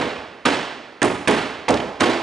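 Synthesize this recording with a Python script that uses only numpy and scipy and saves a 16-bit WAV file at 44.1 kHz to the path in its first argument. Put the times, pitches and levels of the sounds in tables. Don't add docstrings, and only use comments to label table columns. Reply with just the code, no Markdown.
import sys
import numpy as np
from scipy import signal
from scipy.fft import rfft, irfft, next_fast_len
from scipy.io import wavfile
from scipy.ndimage import uniform_filter1d, minimum_filter1d, map_coordinates

SR = 44100
rng = np.random.default_rng(int(sys.argv[2]) if len(sys.argv) > 2 else 0)


def to_wav(sig):
    pcm = np.clip(np.atleast_2d(sig), -1, 1) * 32767
    pcm = np.round(pcm).astype(np.int16)
    wavfile.write(sys.argv[1], SR, pcm.T)


def ratio_of_db(decibels):
    return 10 ** (np.asarray(decibels, float) / 20)


N = 98078
LEAD_IN = SR // 4

# start in seconds, strength in dB, brightness in dB per octave,
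# slap rise in seconds, garage answer in dB.
BLOWS = [
    (-.060, -14, -0.5, 0.00117, 1.5),
    (0.4506, -11.5, 0.5, 0.00465, 3),
    (1.0178, -13.5, -2, 0.00034, -1.5),
    (1.2734, -14.5, 0, 0.001063, 4),
    (1.681, -15.5, -2, 0.00169, 0),
    (1.998, -9, 1, 0.01265, 4),
]
# boom in dB, favoured pitch in Hz, boom rise in seconds,
# then two modes struck at their belly, in Hz.
FIST_SPOTS = [
    (-7.5, 451, 0.0063, 289, 495),
    (-9.5, 354, 0.0184, 289, 247),
    (-3.5, 387, 0.0187, 289, 372),
    (-7, 325, 0.0142, 421, 289),
    (-5.5, 305, 0.0256, 495, 289),
    (-7, 577, 0.0223, 338, 289),
]
# start in seconds, boom in dB, mode struck in Hz.
BOUNCES = [
    (1.290, -24.5, 421),
    (1.697, -22, 495),
    (1.7725, -35, 289),
    (1.8052, -49.5, 421),
    (2.0715, -27.5, 338),
]
# start in seconds, peak in dB, centre in Hz,
# time to fall 60 dB in seconds.
RATTLES = [(0.4542, -23, 7000, 0.0049), (0.4574, -8.5, 6480, 0.0058), (0.4622, -9.5, 3000, 0.0054),
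           (0.4729, -10, 2000, 0.0065), (1.0178, -14, 5000, 0.015), (1.0297, -1.5, 7660, 0.0025),
           (1.047, -17.5, 8500, .004), (1.055, -17, 4960, 0.009), (1.2814, -5.5, 8600, 0.0035),
           (1.309, -24.5, 8000, 0.0287), (1.686, -18, 5460, 0.0171), (1.6915, -16.5, 5510, 0.0077),
           (1.7059, -18, 5500, 0.0158), (1.7401, -4.5, 2410, 0.0057), (1.7422, -18, 4500, 0.0091),
           (1.7724, -14, 3810, 0.006), (1.7755, -14.5, 2450, 0.0111), (1.8018, -23, 3010, 0.005),
           (1.8047, -12, 2510, 0.0058), (2.0065, -12, 4500, 0.0145), (2.0085, -15.5, 7530, 0.0101),
           (2.021, -20.5, 7000, 0.013), (2.070, -14.5, 2980, 0.017), (2.098, -28, 6900, 0.0095),
           (2.133, -17.5, 2540, .01)]
# pitch in Hz, level in dB per Hz.
SLAP_COLOUR = [(35, -61), (60, -17), (367, -1.5), (1580, 2.5), (3170, -3), (3620, -6), (6110, -17.5),
               (8650, -21), (11000, -34), (14300, -59.5), (22000, -120)]
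# pitch in Hz, time to fall 60 dB in seconds.
SLAP_T60 = [(100, 0.75), (400, 0.2454), (1500, 0.0883), (5000, 0.07), (10000, 0.0425)]
# pitch in Hz, level in dB, time to fall 60 dB in seconds.
DOOR_MODES = [(117.63, -7.5, 0.43), (178.2, -8, 0.43), (247.65, 2, 0.192), (289, -1, 0.2024),
              (338, -2.5, 0.272), (369.3, -9, 0.63), (421, -0.5, 0.155), (495, -2, 0.1963),
              (545.2, -9.5, 0.238), (608.6, -0.5, 0.1915), (656.3, -2, 0.55), (721.3, -2, 0.186),
              (828, 0.5, 0.1695), (1091.6, -3.5, 0.45)]
# pitch in Hz, level in dB, time to fall 60 dB in seconds.
EDGE_MODES = [(1963, -5, .015), (2880, -8.5, .015), (3970, 5.5, 0.0105), (4885, -11.5, 0.06),
              (6547, 0.5, 0.0127), (8500, 2.5, 0.0099)]
# start in seconds, pitch in
# Hz, level in dB, time to fall 60 dB in seconds, # width in Hz.
TRIM_CLIP = (2.5, 4896.5, -21, 4.5, 60)
# pitch in Hz, time to fall 60 dB in seconds.
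GARAGE_T60 = [(80, 1.052), (260, 0.73), (700, 0.9495), (1800, 1.027), (4800, 1.042), (10000, 0.619)]
# pitch in Hz, level in dB.
GARAGE_COLOUR = [(60, 6.5), (300, 3.5), (1500, -3.65), (5000, -1.5), (11000, -2.5)]
# pitch in Hz, level in dB per Hz.
HUSH_COLOUR = [(18, -65.5), (30, -30.5), (91, -17), (182, -10), (257, -1), (501, -1.5), (2150, -10.5),
               (11000, -41.5), (14300, -71), (22000, -120)]
# pitch in Hz, likeness from 0 to 1.
ALIKE = [(60, 0.899), (250, 1), (1000, 0.987), (4000, 0.883), (10000, 0.88)]
# pitch in Hz, left over right in dB.
LEFT_OVER_RIGHT = [(60, -2), (110, -2), (190, -3.0), (350, -3.5), (620, -5.0), (1120, -5.0), (2010, -5),
                   (3620, -2), (6490, -1.0), (11700, 0)]
# pitch in Hz, radians by which left leads.
LEFT_LEADS = [(0, 0.88), (520, -0.569), (1550, -0.547), (3880, 0.504), (11800, 0.17)]
# pitch in Hz, level in dB.
CAMERA_BAND = [(20, -7.5), (60, 4), (10300, 2), (11000, -1), (11250, -21), (12300, -36), (12400, -120)]


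def blows():
    out, t = np.zeros((2, N + LEAD_IN)), np.arange(SR // 2) / SR
    for blow, spot in zip(BLOWS, FIST_SPOTS):
        s, db, tilt_db, rise, wet_db = blow
        boom_db, favoured_hz, swell, *bellies = spot
        colour = lambda hz: along(SLAP_COLOUR, hz) + tilt_db * np.log2(hz / 1000 + 0.019)
        noise = dying(SLAP_T60, colour, size=128, count=len(t), channels=1)[0]
        slap = 20 * noise * (1 - np.exp(-(t / rise) ** 2))
        add(out, s, garage(ratio_of_db(db) * slap, colour, wet_db, rise))
        add(out, s, boom(db + boom_db, favoured_hz, swell, bellies, wet_db))
    for s, db, struck_hz in BOUNCES:
        add(out, s, boom(db, struck_hz, 0.00154, [struck_hz], 0))
    return out


def boom(db, favoured_hz, swell, bellies, wet_db):
    t = np.arange(SR // 2) / SR
    loss_db, belly_db, belly_octaves = 3.5, 7, 0.05
    favour = lambda hz: -loss_db * np.abs(np.log2(hz / favoured_hz + 1e-3))

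    def struck(hz):
        nearness = max(np.exp(-(np.log2(hz / b) / belly_octaves) ** 2) for b in bellies)
        return favour(hz) + belly_db * nearness

    skin = ratio_of_db(db) * ring(DOOR_MODES, t, struck, scatter_db=0.5) * (1 - np.exp(-t / swell))
    outline = [(50, -29.5)] + [mode[:2] for mode in DOOR_MODES] + [(2000, -22)]
    spread = lambda hz: along(outline, hz) + favour(hz)
    tail = dying(GARAGE_T60, spread, size=512, count=SR)
    kept = signal.fftconvolve(skin[None], tail, axes=1)[:, :SR]
    kept = kept * np.linalg.norm(skin) / np.linalg.norm(kept[0])
    return garage(skin, spread, wet_db - 2, swell) + ratio_of_db(wet_db - 6.5) * kept


def rattles():
    out, t = np.zeros((2, N + LEAD_IN)), np.arange(SR // 16) / SR
    width_octaves, top_steeper = 0.806, 1.226
    for s, db, centre_hz, t60 in RATTLES:
        def colour(hz):
            octaves = np.log2(hz / centre_hz + 1e-3) / width_octaves
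            return -6 * (octaves * np.where(hz > centre_hz, top_steeper, 1)) ** 2

        tick = filtered(rng.standard_normal(len(t)), lambda hz: ratio_of_db(colour(hz)))
        tick = tick / tick.std() / 2 * ratio_of_db(-60 * t / t60)
        edge = ratio_of_db(-16) * ring(EDGE_MODES, t, colour, scatter_db=2)
        onset = 1 - np.exp(-t * SR / 8)
        add(out, s, garage(ratio_of_db(db) * (tick + edge) * onset, colour, wet_db=-9))
    return out


def trim():
    out, t = np.zeros((2, N + LEAD_IN)), np.arange(SR // 2) / SR
    s, centre_hz, db, t60, width = TRIM_CLIP
    buzz = filtered(rng.standard_normal((2, len(t))), lambda hz: 1 / (1 + ((hz - centre_hz) / width) ** 2))
    add(out, s, ratio_of_db(db - 60 * t / t60) * buzz / buzz.std())
    return out


def garage(x, colour, wet_db, rise=0):
    t = np.arange(SR) / SR
    lump_db, lumps_per_s, lump_fade_s, first_wall_s = 3, 150, 0.156, 0.002
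    tail = dying(GARAGE_T60, lambda hz: along(GARAGE_COLOUR, hz) + colour(hz), size=512, count=SR)
    lumps = map_coordinates(rng.standard_normal(400), [t * lumps_per_s])
    tail = tail * ratio_of_db(lump_db * lumps * np.exp(-t / lump_fade_s))
    build_up = 1 - np.exp(-t / (first_wall_s + rise))
    wet = ratio_of_db(wet_db) * np.linalg.norm(x) * tail * build_up
    wet[0, :len(x)] += x
    wet[1, :len(x)] += np.roll(x, 40)
    return wet


def air():
    hush = filtered(rng.standard_normal((2, N + LEAD_IN)), lambda hz: ratio_of_db(along(HUSH_COLOUR, hz)))
    return ratio_of_db(-48.5) * hush / hush.std()


def along(points, hz):
    f, v = np.transpose(points)
    return np.interp(np.log(hz + 1), np.log(f + 1), v)


def filtered(x, response):
    n = x.shape[-1]
    m = next_fast_len(n + 8192)
    return irfft(rfft(x, m) * response(np.fft.rfftfreq(m, 1 / SR)), m)[..., :n]


def dying(t60s, colour, size, count, channels=2):
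    hz, t, z = signal.stft(rng.standard_normal((channels, count)), SR, nperseg=size)
    t60 = np.maximum(along(t60s, hz), 0.005)[:, None]
    faded = z * ratio_of_db(colour(hz)[:, None] - 60 * t / t60)
    tail = signal.istft(faded, SR, nperseg=size)[1][:, :count]
    return tail / np.linalg.norm(tail, axis=1, keepdims=True)


def ring(modes, t, colour, scatter_db):
    total = np.zeros(len(t))
    for hz, db, t60 in modes:
        luck, phase = rng.standard_normal(2)
        t60 = min(t60, 0.28)
        level = ratio_of_db(db + colour(hz) + scatter_db * luck - 60 * t / t60)
        total += level * np.sin(2 * np.pi * hz * t + 3 * phase)
    return total


def add(track, s, x):
    i = round(s * SR) + LEAD_IN
    part = track[:, i:i + x.shape[-1]]
    part += x[..., :part.shape[-1]]


def scene():
    common, differs = (blows() + rattles() + trim() + air())[:, LEAD_IN:]
    turn = lambda hz: np.arccos(np.clip(along(ALIKE, hz), -1, 1)) / 2
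    mid, side = filtered(np.array([common, differs]), lambda hz: [np.cos(turn(hz)), np.sin(turn(hz))])
    half = lambda hz: ratio_of_db(along(LEFT_OVER_RIGHT, hz) / 2) * np.exp(0.5j * along(LEFT_LEADS, hz))
    return filtered(np.array([mid + side, mid - side]), lambda hz: [half(hz), 1 / half(hz)])


def roll_off(x):
    return signal.sosfilt(signal.butter(12, 12260, fs=SR, output="sos"), x)


def record(dry):
    ceiling_db = -5
    look, hold = int(0.007 * SR) + 1, int(0.0114 * SR) + 1
    need = np.minimum(1, ratio_of_db(ceiling_db) / (np.abs(dry).max(axis=0) + 1e-9))
    lowest = minimum_filter1d(need, look + hold, origin=(hold - look) // 2)
    limited = dry * uniform_filter1d(lowest, look)
    rounded = limited / (1 + np.abs(limited) ** 4) ** (1 / 4)
    mix = filtered(rounded, lambda hz: ratio_of_db(along(CAMERA_BAND, hz)))
    return roll_off(mix)


dry = scene()
out = record(dry)
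to_wav(out)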